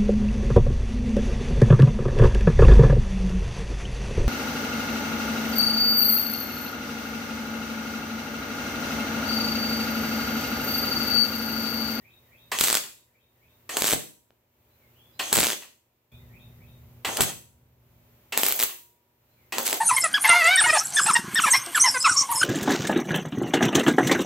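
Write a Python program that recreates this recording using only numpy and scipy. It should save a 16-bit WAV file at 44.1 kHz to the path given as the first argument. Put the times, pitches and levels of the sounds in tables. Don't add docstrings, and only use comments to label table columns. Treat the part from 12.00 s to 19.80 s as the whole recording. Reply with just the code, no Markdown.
import sys
import numpy as np
from scipy import signal
from scipy.fft import rfft, irfft
from scipy.io import wavfile

SR = 44100
rng = np.random.default_rng(int(sys.argv[2]) if len(sys.argv) > 2 else 0)


def decibels_to_gain(level_db):
    exponent = np.asarray(level_db, float) / 20
    return 10 ** exponent


def unload_wav(signal):
    wavfile.write(
        sys.argv[1],
        SR,
        np.round(np.clip(np.atleast_2d(signal).T, -1, 1) * 32767).astype(np.int16),
    )


N = 343980

# (time [s], shock peak [dB], thump [dB], metal spray [dB])
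DROPLETS = [(.6105, -6, -19, -13), (.6389, -7, -29, -23), (.684, -8, -27, -21), (.7015, -7, -30, -24),
            (.728, -7, -27, -20), (.7433, -7, -36, -22), (.7523, -6, -25, -18), (.771, -9, -28, -22),
            (1.8212, -6, -19, -19), (1.8431, -8, -20, -24), (1.8805, -9, -29, -25), (1.9177, -11, -27, -26),
            (1.9278, -11, -21, -21), (1.9344, -11, -14, -19), (3.3596, -6, -27, -25),
            (3.3694, -6, -23, -20), (3.3783, -10, -18, -22), (3.3873, -5, -14, -23), (3.4056, -5, -27, -30),
            (3.431, -7, -18, -25), (3.4376, -9, -27, -24), (3.4446, -7, -32, -23), (3.4692, -7, -25, -25),
            (3.503, -10, -30, -30), (5.2069, -3, -20, -15), (6.4337, -4, -22, -18), (6.4647, -10, -30, -23),
            (6.6008, -8, -32, -25), (6.6269, -8, -33, -24), (7.7288, -7, -27, -20)]


def rms_one(x):
    return x / np.sqrt(np.mean(x ** 2) + 1e-20)


def in_time(rows):
    s, *columns = np.transpose(rows)
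    return [np.interp(np.arange(N) / SR, s, column) for column in columns]


def trigger_db(start, end):
    return in_time([(start - .004, -150), (start, 0), (end, 0), (end + .06, -150)])[0]


def at_hz(points, hz):
    table_hz, value = np.transpose(points)
    return np.interp(np.log(np.maximum(hz, 1)), np.log(table_hz), value)


def clicks(seconds, db):
    out = np.full(N, 1e-18)
    out[(np.asarray(seconds) * SR).astype(int)] = decibels_to_gain(db)
    return out


def fade(x, t60):
    return signal.lfilter([1], [1, -decibels_to_gain(-60 / (t60 * SR))], x)


def resonance(x, hz, width_hz):
    r = np.exp(-np.pi * width_hz / SR)
    gain = (1 - r * r) / 2
    return signal.lfilter([gain, 0, -gain], [1, -2 * r * np.cos(2 * np.pi * hz / SR), r * r], x)


def ring(x, hz, t60):
    r, w = decibels_to_gain(-60 / (t60 * SR)), 2 * np.pi * hz / SR
    return signal.lfilter([0, np.sin(w)], [1, -2 * r * np.cos(w), r * r], x)


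def band(x, low_hz, high_hz):
    return signal.sosfilt(signal.butter(2, [low_hz, high_hz], "band", fs=SR, output="sos"), x)


def drift(rate_hz):
    r = np.exp(-2 * np.pi * rate_hz / SR)
    settled = signal.lfilter([1], [1, -2 * r, r * r], rng.standard_normal(N + SR))[SR:]
    return rms_one(settled)


def left_right(mid, side, alike):
    return np.sqrt(1 + alike) * mid + np.sqrt(1 - alike) * side * [[1], [-1]]


def pair(alike):
    mid, side = rng.standard_normal((2, N))
    return left_right(mid, side, alike) / np.sqrt(2)


def coloured(spectrum):
    # (frequency [Hz], left-right likeness [-1 to 1])
    likeness = [(60, 1), (180, 0.89), (550, 0.69), (1650, 0.16), (4970, -0.17), (15000, -0.17)]
    hz = np.arange(N // 2 + 1) * SR / N
    mid, side = rfft(rng.standard_normal((2, N)))
    both = left_right(mid, side, np.clip(at_hz(likeness, hz), -1, 1))
    return rms_one(irfft(both * decibels_to_gain(at_hz(spectrum, hz)), N))


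def ducking():
    # (starts to sink [s], starts to recover [s], depth [dB])
    ducks = [
        (-1.2, -.2, -10),
        (.52, 1.3, -9.5),
        (1.7, 2.5, -12),
        (3.2, 4.1, -13),
        (5.05, 5.78, -9),
        (6.33, 7.17, -10),
        (7.53, 8.3, -10),
    ]
    lead_s, recover_s = .28, .23
    change_s = 4.118
    t, gain_db = np.arange(N) / SR, np.zeros(N)
    for sink, recover, depth_db in ducks:
        dip = np.clip((t - sink) / (recover - lead_s - sink), 0, 1)
        dip = dip * np.exp(-np.maximum(t - recover, 0) / recover_s)
        same_scene = (t < change_s) | (sink > change_s)
        gain_db = np.minimum(gain_db, depth_db * dip * same_scene)
    return gain_db


def background():
    # (frequency [Hz], level [dB per Hz])
    rumble = [(12, -44.5), (30, -19.5), (75, 1), (119, -3), (161, -7), (215, -15.5), (290, -33.5),
              (480, -120)]
    air = [(110, -35), (180, -13), (241, -13), (370, -7.5), (640, -12), (1500, -25.5), (1950, -55.5),
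           (3300, -120)]
    hiss = [(5290, -50), (9000, -16.5), (11500, -6), (14700, 4.5), (15300, -0.5), (16000, -10)]
    wash = [(530, -32), (900, -1.5), (1210, -6.5), (2370, -4.5), (5000, -13), (7280, -13), (9500, -18),
            (12400, -49.5)]
    # (frequency [Hz], level [dB], share of the extra effort [1])
    hum_tones = [(119.5, 1.5, 1.05), (239, -4, .85), (359, -9, .3), (543, -13, .2), (598, -8, .2),
                 (858, -17, .3)]
    # (time [s], level over idle [dB])
    effort = [(4.113, 3), (4.123, 16), (5.6, 13.5), (6.15, 7.5), (6.35, 1), (6.8, 2.5)]
    gain_db, (effort_db,) = ducking(), in_time(effort)
    turn = 2 * np.pi * np.arange(N) / SR
    hum = sum(decibels_to_gain(db - 68.5 + share * effort_db) * np.sin(hz * turn) for hz, db, share in hum_tones)
    fan = decibels_to_gain(-68.5 + effort_db) * coloured(rumble)
    moving_air = decibels_to_gain(-68.5 + .25 * effort_db + (.7 - 1) * gain_db) * coloured(air)
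    own_hiss = decibels_to_gain(-63.5) * coloured(hiss)
    outdoors = decibels_to_gain(-67 + .88 * gain_db) * coloured(wash)
    return decibels_to_gain(gain_db) * (fan + moving_air + hum + own_hiss) + outdoors


def bird():
    # (time [s], length [s], first pitch [Hz], last pitch [Hz], level [dB])
    single_notes = [(2.7, .04, 3950, 4150, -76), (2.8, .07, 2400, 2050, -71), (2.94, .18, 2450, 3400, -67),
                    (3.115, .04, 5200, 4600, -73), (3.13, .045, 3800, 4300, -68),
                    (4.116, .025, 2400, 2650, -63), (4.116, .06, 3400, 3850, -63),
                    (4.19, .05, 2120, 1950, -72), (7.29, .07, 3950, 4200, -79),
                    (7.37, .09, 2520, 2050, -74)]
    # (start [s], level [dB])
    calls = [(.0, -64.5), (.275, -64), (.82, -70), (1.1, -74), (1.375, -72.5), (4.29, -62.5),
             (4.565, -66.5)]
    # (delay [s], length [s], first pitch [Hz], last pitch [Hz], level [dB])
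    call_notes = [(.0, .045, 1750, 2050, -6), (.033, .075, 2050, 2680, 3), (.094, .03, 3050, 4050, -3),
                  (.102, .075, 3700, 3760, -1), (.215, .045, 2120, 1950, -10)]
    out, warble = np.zeros(N), 1 + .014 * drift(90)
    notes = list(single_notes)
    for s, call_db in calls:
        notes += [(s + delay, *shape, db + call_db) for delay, *shape, db in call_notes]
    for s, length, first_hz, last_hz, db in notes:
        i, t = int(s * SR), np.arange(int(length * SR)) / SR
        glide = np.exp(-t / .023)
        hz = (last_hz + (first_hz - last_hz) * glide) * warble[i:i + len(t)]
        swell = np.sin(np.pi * (t / length) ** .48) ** .6
        out[i:i + len(t)] += decibels_to_gain(db) * swell * np.sin(2 * np.pi * np.cumsum(hz) / SR)
    return out * decibels_to_gain(2 * drift(60))


def workshop(x):
    # (frequency [Hz], t60 [s])
    room_t60 = [(60, 0.13), (250, 0.45), (1000, 0.29), (4000, 0.38), (8000, 0.41), (15000, 0.45)]
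    t, edges = np.arange(SR) / SR, 40 * 2 ** np.arange(9.5)
    echo = np.zeros((2, SR))
    for low, high in zip(edges, edges[1:]):
        octave = band(rng.standard_normal((2, SR)), low, min(high, 20000))
        echo += octave * decibels_to_gain(-60 * t / at_hz(room_t60, low * np.sqrt(2)))
    echo = echo * np.clip((t - .002) / .007, 0, 1)
    echo = echo / np.sqrt(np.sum(echo ** 2, axis=1, keepdims=True))
    return signal.fftconvolve(x[None], echo, axes=1)[:, :N]


def port(x):
    # (frequency [Hz], width [Hz], boost or cut [dB])
    port_modes = [(3120, 920, 1), (5630, 2700, -2.5), (7870, 1000, 6), (9300, 1200, -5.5),
                  (13500, 8500, 2.5)]
    for hz, width, db in port_modes:
        x = x + (decibels_to_gain(db) - 1) * resonance(x, hz, width)
    return x


def panel():
    # (time [s], level [dB])
    hits = [(.771, -71), (1.934, -70), (3.53, -74), (5.207, -66), (6.635, -61)]
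    # (frequency [Hz], t60 [s], level [dB])
    sheet = [(958, 1.6, 0), (355, .8, 2)]
    blows = clicks(*np.transpose(hits))
    return sum(decibels_to_gain(db) * ring(blows, hz, t60) for hz, t60, db in sheet)


def ticks():
    # (time [s], peak [dB])
    tick_times = [(2.306, -45.5), (2.41, -67), (2.42, -70), (2.555, -70)]
    s, db = np.transpose(tick_times)
    tap = band(fade(clicks(s, db + 2), .0072) * pair(.54), 300, 3200)
    return tap + ring(clicks(s, db - 2), 565, .009)


def contactor():
    # (time [s], peak [dB])
    clacks = [(0.517, -23.5), (1.692, -33), (3.194, -24.5), (5.047, -24), (6.323, -26.5), (7.522, -26.5)]
    releases = [(0.836, -41.5), (1.989, -46), (3.62, -43.5), (5.289, -37), (6.69, -39.5)]
    # (frequency [Hz], width [Hz], level [dB])
    case = [(420, 200, -13), (720, 200, -8), (1060, 500, 1.5), (1866, 400, 1), (2560, 400, 1.5),
            (2700, 600, -12), (4050, 370, -9.5), (7400, 830, -19.5), (13200, 1500, -9)]
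    s, db = np.transpose([*clacks, *releases])
    armature = clicks(s, db)
    chatter = (fade(armature, .16) - fade(armature, .0037)) * pair(.94)
    out = 0
    for hz, width, level_db in case:
        out = out + decibels_to_gain(level_db - 3.5) * resonance(chatter, hz, width) * np.sqrt(SR / width) / 3
    return out


def gas():
    # (start [s], end [s], gas [dB], whistle [dB], wire feed [dB])
    pulls = [(0.516, 0.788, -37.5, -39.5, -51.5), (1.692, 1.949, -38.5, -41.5, -45),
             (3.192, 3.547, -39.5, -41.5, -48), (5.049, 5.3, -38, -42, -42), (6.322, 6.66, -43, -45, -48),
             (7.524, 7.778, -41, -43, -41)]
    # (frequency [Hz], width [Hz], level [dB])
    nozzle = [(6350, 600, 0), (3300, 450, -6)]
    hiss, whistle, feed = np.zeros((3, N))
    for start, end, gas_db, whistle_db, feed_db in pulls:
        held_db = trigger_db(start, end)
        hiss += decibels_to_gain(held_db + gas_db)
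        feed += decibels_to_gain(held_db + feed_db)
        flow = in_time([(start + .02, 0), (start + .05, 1), (end, 1), (end + .02, 0)])[0]
        whistle += decibels_to_gain(whistle_db) * flow
    white, tones = pair(.84), 0
    for hz, width, db in nozzle:
        tones = tones + decibels_to_gain(db) * rms_one(resonance(resonance(white, hz, width), hz, width))
    grind = rms_one(band(pair(.92), 290, 900)) * decibels_to_gain(drift(30))
    return hiss * rms_one(band(pair(.21), 570, 12000)) + whistle * tones + feed * grind


def gusts():
    # (time [s], left [dB], right [dB])
    shoves = [(.611, -25, -31.5), (.728, -33, -30), (1.821, -29, -40), (1.843, -31.5, -28.5),
              (1.934, -22.5, -33.5), (3.329, -23.5, -26), (3.378, -18.5, -11), (3.388, -28, -25.5),
              (3.41, -26.5, -35), (5.207, -14.5, -15), (6.434, -37, -42.5)]
    s, left_db, right_db = np.transpose(shoves)
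    s = s - .005
    left, right = clicks(s, left_db + 40.5), clicks(s, right_db + 39.5)
    return band(band([left, .5 * left - right], 30, 230), 30, 230)


def fizz(shorts):
    # (start [s], end [s], level [dB])
    stretches = [(6.373, 6.65, -36.5), (7.583, 7.796, -44)]
    level = sum(decibels_to_gain(db + trigger_db(start, end)) for start, end, db in stretches)
    s, spray_db = shorts[0], shorts[3]
    flung = 1 + fade(clicks(s, spray_db + 43), .007)
    return level * flung * decibels_to_gain(5.7 * drift(80)) * rms_one(band(pair(.86), 12000, 17000))


def arc():
    # (time [s], sizzle [dB])
    burns = [
        [(.59, -31.5), (.62, -19.5), (.7, -29.5), (.78, -30)],
        [(1.772, -27.5), (1.81, -33), (1.825, -32), (1.94, -24.5)],
        [(3.33, -19.5), (3.4, -31.5), (3.46, -40.5), (3.535, -48)],
        [(5.168, -31), (5.197, -51), (5.21, -23.5), (5.245, -26.5)],
        [(6.377, -26.5), (6.42, -34), (6.44, -33), (6.53, -48.5), (6.575, -42), (6.6, -31), (6.65, -33.5)],
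        [(7.585, -30), (7.64, -65), (7.68, -32), (7.75, -49), (7.79, -46)],
    ]
    # (time [s], half length [s], hiss [dB], roar [dB])
    flares = [(0.597, 0.0017, -23, -55), (1.779, 0.023, -62, -33), (1.945, 0.0089, -27, -34.5),
              (3.33, 0.01, -55.5, -27.5), (3.401, 0.0052, -13, -50.5), (3.523, 0.0031, -30, -52),
              (5.09, .012, -56.5, -30), (5.131, .008, -60.5, -40), (5.171, 0.0053, -35, -49),
              (5.197, 0.016, -58.5, -26), (5.22, 0.0049, -27.5, -52.5), (6.389, 0.021, -33.5, -31.5),
              (6.468, 0.032, -23, -39), (6.578, 0.0031, -40.5, -63), (7.575, 0.0065, -53, -34),
              (7.595, 0.016, -38.5, -29), (7.665, 0.011, -15, -64), (7.709, 0.0039, -20, -56),
              (7.739, 0.018, -24.5, -33.5)]
    sizzle, roar, t = np.zeros(N), np.zeros(N), np.arange(N) / SR
    for weld in burns:
        lit, out = weld[0][0] - .01, weld[-1][0] + .08
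        sizzle += decibels_to_gain(in_time([(lit, -200), *weld, (out, -200)])[0])
    for s, half, hiss_db, roar_db in flares:
        near = slice(int((s - .06) * SR), int((s + .06) * SR))
        bell = np.exp(-((t[near] - s) / half) ** 2)
        sizzle[near] += decibels_to_gain(hiss_db - 6) * bell
        roar[near] += decibels_to_gain(roar_db - 1) * bell
    flicker = decibels_to_gain(3 * drift(150) + 1.5 * np.sin(2 * np.pi * 120 * t))
    bright = rms_one(band(pair(.5) * flicker, 1500, 21000))
    return sizzle * bright + roar * rms_one(band(pair(.55), 250, 1200))


def restrikes():
    # (first [s], last [s], gap [s], shock peak [dB])
    buzz = [(.6389, .71, .0105, -14), (1.8355, 1.9177, .0093, -13), (3.4056, 3.5305, .0083, -14),
            (6.4852, 6.5243, .0078, -14), (6.5926, 6.6349, .0083, -13), (7.6783, 7.6973, .009, -14)]
    jitter_s, spread_db = .0008, 1.6
    big, rows = np.array(DROPLETS)[:, 0], []
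    for first, last, gap, db in buzz:
        between = big[(big > first + gap / 2) & (big < last - gap / 2)]
        marks = [first, *between, last]
        s = np.concatenate([np.linspace(a, b, max(round((b - a) / gap), 1) + 1)
                            for a, b in zip(marks, marks[1:])])
        rows += [(t, db) for t in np.unique(s) if np.min(abs(big - t)) > gap / 4]
    s, db = np.transpose(rows)
    luck = rng.standard_normal((4, len(rows)))
    shock_db = db - 2.94 + spread_db * luck[1]
    thump_db = shock_db - 18.5 + 2 * spread_db * luck[2]
    spray_db = shock_db - 12.5 + 2 * spread_db * luck[3]
    return np.transpose([s + jitter_s * luck[0], shock_db, thump_db, spray_db])


def all_shorts():
    # (time [s], shock peak [dB], thump [dB],
    # metal spray [dB])
    strikes = [(.5876, -12, -33, -23), (1.7698, -7, -28, -21), (3.3284, -3, -20, -13),
               (5.1708, -17, -42, -22), (5.2095, -6, -28, -20), (6.3754, -6, -23, -17),
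               (7.5834, -8, -36, -24)]
    return np.transpose([*strikes, *DROPLETS, *restrikes()])


def pops(shorts):
    s, shock_db, thump_db, spray_db = shorts
    shock = resonance(clicks(s, shock_db + 15), 1700, 5000)
    suction = -ring(clicks(s + .00006, thump_db + 12), 440, .0034)
    burst = fade(clicks(s + .0001, spray_db + 8.5), .0061)
    tail = fade(clicks(s, spray_db - 10.5), .06)
    spray = (burst + tail) * pair(1.0)
    return band(shock + suction, 250, 18000) + band(spray, 900, 18000)


def scene():
    shorts = all_shorts()
    torch = pops(shorts) + arc() + fizz(shorts) + gas() + ticks()
    torch[0] = np.roll(torch[0], 1)
    relay, song, shove = contactor(), bird(), gusts()
    into_room = decibels_to_gain(-6) * torch.mean(axis=0) + decibels_to_gain(-2.5) * relay.mean(axis=0) + 2 * song
    into_room = into_room + decibels_to_gain(-2) * band(shove[0], 110, 330)
    at_port = torch + relay + panel() + workshop(into_room) + .5 * song
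    return port(at_port) + shove + background()


def roll_off(x):
    return signal.sosfilt(signal.butter(12, 17150, fs=SR, output="sos"), x)


def record(dry):
    rounded = .7 * np.tanh(dry / .7)
    steep = signal.ellip(10, .5, 50, 15850, fs=SR, output="sos")
    mix = signal.sosfilt(steep, rounded)
    return roll_off(mix)


dry = scene()
out = record(dry)
unload_wav(out)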